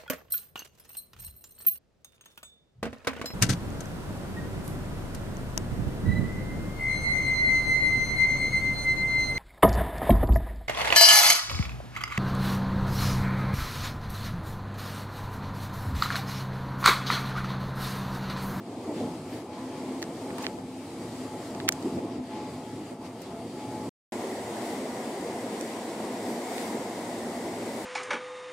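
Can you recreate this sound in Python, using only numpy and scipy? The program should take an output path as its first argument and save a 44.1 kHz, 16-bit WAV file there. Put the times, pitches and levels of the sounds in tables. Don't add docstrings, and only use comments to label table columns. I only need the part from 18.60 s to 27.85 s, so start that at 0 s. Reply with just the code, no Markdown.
import sys
import numpy as np
from scipy import signal
from scipy.fft import rfft, irfft, next_fast_len
from scipy.io import wavfile
from scipy.ndimage import uniform_filter1d, map_coordinates

SR = 44100
rng = np.random.default_rng(int(sys.argv[2]) if len(sys.argv) > 2 else 0)


def wav_out(sig):
    wavfile.write(sys.argv[1], SR, np.round(np.clip(np.atleast_2d(sig).T, -1, 1) * 32767).astype(np.int16))


def boost(x):
    u = np.asarray(x, float) / 20
    return 10 ** u


N = 407925
TOP_HZ = 15780

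# start in seconds, end in seconds.
STRETCHES = [
    (-1, 5.2935),
    (5.5212, 10),
]
# middle in seconds, half length in seconds,
# level change in dB.
SHADES = [(.02, .06, -4), (.87, 0.086, -2.5), (2.02, 0.072, -5.5), (3.09, 0.021, -12.5),
          (3.42, 0.024, -1.5), (3.61, 0.022, -3), (4.23, 0.029, -1.5), (4.38, 0.044, -6.5),
          (4.55, 0.07, -2), (4.85, .08, -2)]


def unit(x):
    return x / np.sqrt(np.mean(x ** 2) + 1e-20)


def along(points, hz):
    f, v = np.transpose(points)
    return np.interp(np.log(hz + 1), np.log(f + 1), v)


def curve_of(rows):
    s, v = np.transpose(rows)
    return np.interp(np.arange(N) / SR, s, v)


def share(curve, rows, part_followed):
    centre = np.mean([row[1] for row in rows])
    return centre + part_followed * (curve - centre)


def swells(rows):
    t = np.arange(0, N / SR, 1 / 500)
    total_db = sum(db * np.exp(-((t - s) / half) ** 2) for s, half, db in rows)
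    return np.interp(np.arange(N) / SR, t, total_db)


def wobble(rate):
    return map_coordinates(rng.standard_normal(N // 100), [np.arange(N) * rate / SR], order=1)


def filtered(x, response):
    m = next_fast_len(x.shape[-1] + 8192)
    return irfft(rfft(x, m) * response(np.fft.rfftfreq(m, 1 / SR)), m)[..., :x.shape[-1]]


def modes(table, f):
    total = 0
    for k, (centre, wide, db) in enumerate(table):
        total = total + (-1) ** k * boost(db) * 1j * f * wide / (centre * centre - f * f + 1j * f * wide)
    return total


def rush(part, spectrum, lifts, lo_hz, hi_hz, patchy_db):
    # frequency in Hz, side minus mid in dB.
    alike = [
        [(60, -25), (95, -27.5), (150, -41.5), (240, -50), (380, -23.5), (600, -20), (950, -13), (1500, -2.5),
         (2380, -7.5), (3770, -0.5), (5980, -2.5), (9470, -1.5), (15000, 3)],
        [(60, -20), (95, -25), (150, -31), (240, -49), (380, -25), (600, -20.5), (950, -7), (1500, -4.5),
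         (2380, -3.5), (3770, 0), (5980, -3.5), (9470, -0.5), (15000, 2)],
    ]
    start, stop = np.clip(np.round(np.array(STRETCHES[part]) * SR), 0, N).astype(int)
    z = signal.stft(rng.standard_normal((2, stop - start)), nperseg=1024)[2]
    field = uniform_filter1d(rng.standard_normal(z.shape[1:]), size=12, axis=0)
    field = uniform_filter1d(field, size=6, axis=1)
    pair = signal.istft(z * boost(patchy_db * unit(field)), nperseg=1024)[1][:, :stop - start]
    walls = rng.standard_normal(SR // 40)

    def colour(hz):
        db = along(spectrum, hz)
        db = db + sum(lift / (1 + (2 * (hz - c) / wide) ** 2) for c, wide, lift in lifts)
        db = db + 2.0 * np.interp(hz / 20, np.arange(len(walls)), walls) * np.clip(hz / 900, 0, 1)
        band = 1 / np.sqrt((1 + (lo_hz / (hz + 1)) ** 12) * (1 + (hz / hi_hz) ** 12))
        return (hz < TOP_HZ) * band * boost([db, db + along(alike[part], hz)])

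    mid, side = filtered(pair, colour)
    power = uniform_filter1d(uniform_filter1d(mid ** 2, size=SR // 12), size=SR // 12)
    steady = np.sqrt(np.abs(power))
    return np.pad(np.array([mid + side, mid - side]) / steady, ((0, 0), (start, N - stop)))


def rolling(part):
    # frequency in Hz, level in dB per Hz.
    roll_tone = [
        [(15, -78.5), (25, -37.5), (48, -32.5), (67, -20.5), (97, -8), (191, -7.5), (257, 0), (426, -10.5),
         (563, -13), (798, -15.5), (870, -16), (949, -18.5), (1600, -20.5), (2080, -66), (3520, -120)],
        [(15, -84), (25, -37), (48, -38), (60, -28), (108, -12.5), (145, -15.5), (240, -1.5), (281, -6),
         (328, -7.5), (670, -11), (949, -15.5), (1170, -18.5), (1600, -20.5), (2080, -50), (3520, -120)],
    ]
    # frequency in Hz, width in Hz, lift in dB.
    cabin_modes = [(111.8, 4.5, 8), (173, 32, 3), (222.8, 6.3, 4.5), (251.3, 14, 3), (352, 110, 5.5),
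                   (467.3, 12, 5), (705, 25, 0.5)]
    # time in seconds, level in dB.
    track = [
        [(0, -48), (.25, -42.5), (.9, -43.5), (1.15, -42.5), (1.5, -42.5), (1.87, -40), (2.08, -47.5),
         (2.75, -42.5), (3.2, -43), (3.6, -46.5), (4.2, -45.5), (4.7, -45), (5.28, -43)],
        [(5.52, -36.5), (6.15, -36.5), (7.0, -38), (8.1, -36), (8.45, -37.5)],
    ]
    # middle in seconds,
    # half length in seconds, boom in dB, share reaching the rail (a ratio).
    jolts = [(.11, 0.06, 2.5, .3), (0.305, 0.035, 7.5, 1.1), (.37, .025, 4, .3), (0.418, 0.02, 7, 1.1),
             (.447, .01, 9, .5), (.474, .011, 11, .3), (.56, .03, 1, .2), (0.757, 0.024, 5, 0.24),
             (1.294, 0.096, 3.5, .1), (1.87, 0.39, 0.5, .1), (2.43, .04, 3.5, .1), (2.626, 0.023, 2.5, 0.2),
             (2.695, 0.033, -5, 0.37), (3.062, 0.024, 4.5, 0.98), (3.262, 0.026, 12, .05),
             (3.342, 0.05, 7, 0.26), (3.447, .03, 7.5, .4), (3.558, 0.049, 8.5, .1), (3.81, 0.084, 5, 0.4),
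             (4.007, 0.026, 2.5, .1), (4.195, 0.066, 5, .05), (4.6, 0.24, -3, .1), (4.9, .07, 2.5, 0.44),
             (5.216, 0.061, 3, .5), (5.685, .08, 2.5, .1), (5.818, 0.1, -4, 0.18), (6.213, 0.078, 2.5, .05),
             (6.323, 0.069, -2.5, .05), (6.52, 0.035, 1.5, .1), (6.987, 0.043, 5, .05),
             (7.716, 0.052, 3.5, 0.22), (7.87, 0.083, -3, .05), (8.155, 0.024, 5.5, 0.64),
             (8.31, 0.17, -2, .3), (8.81, 0.11, 1.5, 0.37)]
    # middle in seconds, lift in dB.
    thuds = [(.43, 7), (.6, 6.5), (.76, 3), (.97, -0.5), (1.32, -5), (2.0, 7.5), (2.49, 4.5), (2.93, 1),
             (3.05, 5), (3.2, 7), (3.27, -6), (3.34, 11), (3.57, 4.5), (3.69, -2), (3.93, 6), (4.17, 6),
             (4.89, 4), (5.12, 4.5), (5.28, 7), (5.69, -3), (5.83, 2), (6.32, 1), (6.98, -3), (7.22, -3),
             (7.86, -5), (8.15, 2.5)]
    # middle in seconds, half length in seconds, lift in dB.
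    rail_rings = [(1.02, 0.15, 7), (1.82, .05, 4), (3.5, 0.068, 4), (3.8, 0.13, 8), (5.2, 0.073, 4),
                  (7.0, .08, 4)]

    def noise(lo_hz, hi_hz):
        return rush(part, roll_tone[part], cabin_modes, lo_hz, hi_hz, patchy_db=[1.5, 1.1][part])

    track_db = curve_of(track[part])
    sway_db = [1.2, .6][part] * wobble(14) + 0.21 * swells(SHADES)

    under_db = share(track_db, track[part], 0.18) + [-4, -11][part]
    under_db = under_db + swells([(s, 0.07, db) for s, db in thuds])
    under = boost(under_db + sway_db) * noise(12, 197.0)

    cabin_db = share(track_db, track[part], 0.63) + [3.5, 0][part]
    cabin_db = cabin_db + swells([row[:3] for row in jolts])
    cabin = boost(cabin_db + sway_db) * noise(207, 487)

    rail = noise(462, 1084)
    shaken = boost(swells([(s, half, db * reach) for s, half, db, reach in jolts])) - 1
    rail = rail + shaken * filtered(rail, lambda hz: 1 / (1 + (hz / 860) ** 10))
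    ringing = filtered(rail, lambda hz: modes([(1060, 160, 0)], hz))
    rail = rail + (boost(swells(rail_rings)) - 1) * ringing
    return under + cabin + boost(track_db + [-0.5, -1][part] + sway_db) * rail


def air(part):
    # frequency in Hz, level in dB per Hz.
    air_tone = [
        [(710, -30), (1200, -1), (1320, -1.5), (1440, -8), (2080, -7), (2260, -6), (2720, -8.5), (3130, -10),
         (3440, -10.5), (4560, -11), (5900, -13.5), (8320, -9), (15700, -24.5)],
        [(710, -36), (1200, 1.5), (1600, 0.5), (1990, 4), (2520, -3.5), (3230, -5.5), (3600, -4), (5590, -11),
         (6500, -15), (7310, -13), (8780, -14), (9670, -18.5), (15700, -30.5)],
    ]
    # frequency in Hz, width in Hz, lift in dB.
    seal_modes = [(1920, 430, 1.5), (2180, 170, 0.72), (3190, 180, 1.3), (4580, 25, 5), (4690, 38, 6.4),
                  (5400, 200, 0.83), (7400, 500, 2.6), (8600, 700, 1.2)]
    # time in seconds, level in dB.
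    flow = [
        [(0, -65), (.35, -59.5), (.95, -62), (1.3, -59.5), (1.75, -57.5), (2.1, -60), (2.85, -57), (3.3, -58.5),
         (3.5, -65), (4.0, -60), (4.55, -62), (5.0, -59.5), (5.28, -57.5)],
        [(5.52, -52), (6.4, -52), (7.4, -52), (8.0, -50.5), (8.5, -52)],
    ]
    # middle in seconds, half length in seconds, lift in dB.
    gust_rows = [(.39, 0.045, 3.5), (.74, 0.057, 4), (.94, 0.035, 4.5), (1.16, 0.16, 2.5), (1.82, 0.054, 5),
                 (2.84, 0.037, 1.5), (3.0, .04, 1), (3.55, 0.043, 3), (3.78, 0.092, 5), (4.13, 0.054, 0.5),
                 (4.46, 0.019, 5.5), (4.64, 0.048, 2.5), (5.02, 0.04, 2.5), (5.53, 0.017, 2.5),
                 (6.07, .1, 2), (7.0, 0.15, 0.5), (7.68, 0.041, 1.5), (7.99, 0.11, 2.5), (9.22, 0.14, 2.5)]
    # middle in seconds, half length in seconds,
    # lift in dB.
    puffs = [(.74, .07, 8), (4.46, .04, 3), (4.62, .025, 4), (6.1, .08, 3.5), (7.71, .04, 5), (8.0, .12, 3),
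             (9.2, .1, 2.5)]

    def noise(lo_hz, hi_hz):
        return rush(part, air_tone[part], seal_modes, lo_hz, hi_hz, patchy_db=[1.1, .8][part])

    flow_db = curve_of(flow[part])
    gusts_db = swells(gust_rows)
    flutter_db = [.8, .4][part] * wobble(16) + swells(SHADES)
    rush_db = share(flow_db, flow[part], 0.48) + [6, 3][part] + gusts_db + flutter_db
    fizz_db = flow_db + [0.17, 0.83][part] * gusts_db + flutter_db
    sheen = boost([-9.5, -9][part] + swells(puffs)) * noise(10500, 21000)
    fizz = noise(5400, 11600) + sheen
    return boost(rush_db) * noise(1324, 6070) + boost(fizz_db) * fizz


def singing():
    wheel_hz = (851, 679, 258)
    # start in seconds, length in seconds, level in dB.
    songs = [
        [(.1, 0.2, -69), (.4, 0.12, -51), (.92, 0.11, -55), (1.14, 0.092, -48), (1.3, 0.12, -64),
         (1.67, 0.034, -50), (1.83, 0.098, -47.5), (2.42, 0.18, -64), (2.7, 0.1, -49), (2.92, 0.4, -59),
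         (3.42, 0.22, -64), (3.74, 0.13, -46), (3.95, 0.24, -57), (4.22, 0.39, -70), (4.99, 0.26, -48.5)],
        [(.28, 0.033, -59), (1.74, 0.056, -58), (2.52, 0.14, -61), (2.74, .6, -60), (3.47, 0.32, -54),
         (3.92, 0.18, -59), (4.28, 0.23, -55.5), (4.71, 0.12, -50.5), (5.0, 0.32, -58)],
        [(1.02, 0.35, -45), (1.74, 0.46, -44.5), (2.56, 0.079, -38.5), (3.52, 0.14, -41.5), (4.14, .05, -39),
         (.12, 0.4, -64)],
    ]
    edge_s, hum_db = .065, -60.5
    t = np.arange(N) / SR
    total = 0
    for hz, spells in zip(wheel_hz, songs):
        loudness = boost(hum_db)
        for s, long, db in spells:
            knots = [s - edge_s, s, s + long, s + long + edge_s]
            loudness = loudness + boost(db) * np.interp(t, knots, [0, 1, 1, 0]) ** 2
        unsteady = boost(0.5 + 1.9 * wobble(22))
        tone = np.sqrt(2) * np.sin(2 * np.pi * hz * t + .85 * wobble(22))
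        total = total + loudness * unsteady * tone
    return total * boost([[.6], [-.6]])


def creaks():
    # start in seconds, peak in dB, treble share in dB,
    # time to fall 60 dB in seconds, top frequency in Hz that the soft skin lets through.
    slip_rows = [(1.421, -34.5, -1.5, 0.008, 9000), (1.4195, -29, -4, .014, 14000),
                 (1.4268, -19.5, -6.5, .014, 13000), (1.4398, -32.5, -3, .005, 7000),
                 (1.7052, -30, -19.5, .008, 3000), (1.7823, -29, -15, .008, 2800),
                 (1.7843, -26, 6.5, 0.006, 16000), (1.8064, -37, -10, .004, 4500),
                 (1.824, -32, 8, 0.12, 16000), (1.8354, -35, -5, .03, 6000),
                 (1.8418, -27.5, -9.5, 0.011, 4500), (1.8445, -27, -12, .012, 4500),
                 (1.851, -31.5, -9.5, 0.043, 5500), (1.8666, -13.5, 1, .0025, 5800),
                 (2.949, -30, -3.5, .004, 6500), (3.0015, -24.5, -1.5, 0.003, 5500),
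                 (3.008, -36, -15, .012, 2200), (3.0788, -24, -6, 0.0084, 6500),
                 (3.083, -19, -14, 0.01, 5000), (3.084, -26, -12, 0.011, 6000),
                 (3.0868, -17, -8, 0.012, 7000), (3.0891, -4.5, -1, .004, 15000),
                 (3.0895, -5.5, -3, .003, 12000), (3.09, -6.5, -3, .005, 13000),
                 (3.093, -27, 6, 0.0099, 12000), (3.1228, -16.5, 12.5, 0.013, 8500),
                 (3.1305, -33, 5, .01, 9000), (3.2263, -34, 2, .006, 9000), (4.618, -36, 13, .04, 16000),
                 (7.011, -24, 18, 0.006, 9500), (7.981, -27, -13, 0.01, 5000)]
    # frequency in Hz, width in Hz, level in dB.
    casing = [
        [(1400, 800, -4.5), (2150, 700, -1), (3600, 1900, -3), (2290, 45, -6)],
        [(6340, 1900, 0.5), (9000, 1800, -4), (13000, 3500, 1)],
    ]
    # frequency in Hz, width in Hz, level in dB.
    hollow = [(1050, 460, -5), (1790, 460, 6), (4500, 2600, -6.5), (6900, 310, -17.5)]
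    out, t = np.zeros((2, N + SR)), np.arange(SR // 20) / SR

    def bright(f):
        return modes(casing[1], f) - .25j * f / (2500 + 1j * f)

    for s, db, treble_db, t60, top_hz in slip_rows:
        slips = rng.standard_normal((2, len(t))) * boost(-60 * t / t60)
        slips[:, 0] = 3

        def shell(f):
            breathe = modes(hollow, f) / (1 + 1j * f / 7000) - boost(treble_db - 3.5) * bright(f)
            flex = modes(casing[0], f) / (1 + 1j * f / 5000) - boost(treble_db) * bright(f)
            soft_skin = 1 / (1 + np.sqrt(2) * 1j * f / top_hz - (f / top_hz) ** 2) ** 2
            return np.array([breathe, flex]) * soft_skin

        mid, side = filtered(slips, shell)
        mid = 0.51 * mid / np.abs(mid).max()
        side = 0.83 * side / np.abs(side).max()
        gain = boost(db + np.array([[-1.2], [1.2]]) / 2)
        out[:, round(s * SR):][:, :len(t)] += gain * np.array([mid - side, mid + side])
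    return out[:, :N]


def taps():
    # start in seconds, peak in dB, rocking frequency in Hz.
    tap_rows = [(.175, -44, 503), (.756, -44, 500), (1.987, -26, 650), (1.990, -41, 500), (2.003, -40, 750),
                (3.3875, -25, 700), (3.3908, -24, 500), (3.400, -37, 450), (3.590, -33.5, 600),
                (3.592, -34, 400), (3.596, -44, 500), (4.324, -37, 500), (4.327, -30, 450),
                (4.330, -42, 600)]
    out, t = np.zeros(N + SR), np.arange(SR // 50) / SR
    for s, db, hz in tap_rows:
        fading = boost(db + 11.5 - 34.0 * hz * t)
        soft_start = 1 - np.exp(-t / 0.00024)
        out[round(s * SR):][:len(t)] -= fading * np.sin(2 * np.pi * hz * t) * soft_start
    rocking = filtered(out[:N], lambda f: (1j * f / (260 + 1j * f)) ** 2)
    return np.array([[1], [-1]]) * rocking


def scene():
    # frequency in Hz, left minus right in dB.
    balance = [(60, -5), (180, -0.5), (550, 0.5), (1650, 1.5), (4970, 2), (15000, 0)]
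    t = np.arange(N) / SR

    def gate(part, fall_s):
        start_s, end_s = STRETCHES[part]
        return np.clip(np.minimum((t - start_s) / .0004, (end_s - t) / fall_s), 0, 1)

    def lean(hz):
        return boost(along(balance, hz) * np.clip(hz / 800, 0, 1) * [[.5], [-.5]])

    first = gate(0, .0045) * (rolling(0) + singing()) + gate(0, .0006) * air(0)
    second = gate(1, 0.9) * (rolling(1) + air(1))
    return filtered(first + second, lean) + creaks() + taps()


def band_limit(x):
    return signal.sosfilt(signal.butter(12, 16690, fs=SR, output="sos"), x)


def record(dry):
    mix = filtered(dry, lambda hz: hz < TOP_HZ)
    return band_limit(mix)


dry = scene()
out = record(dry)
wav_out(out)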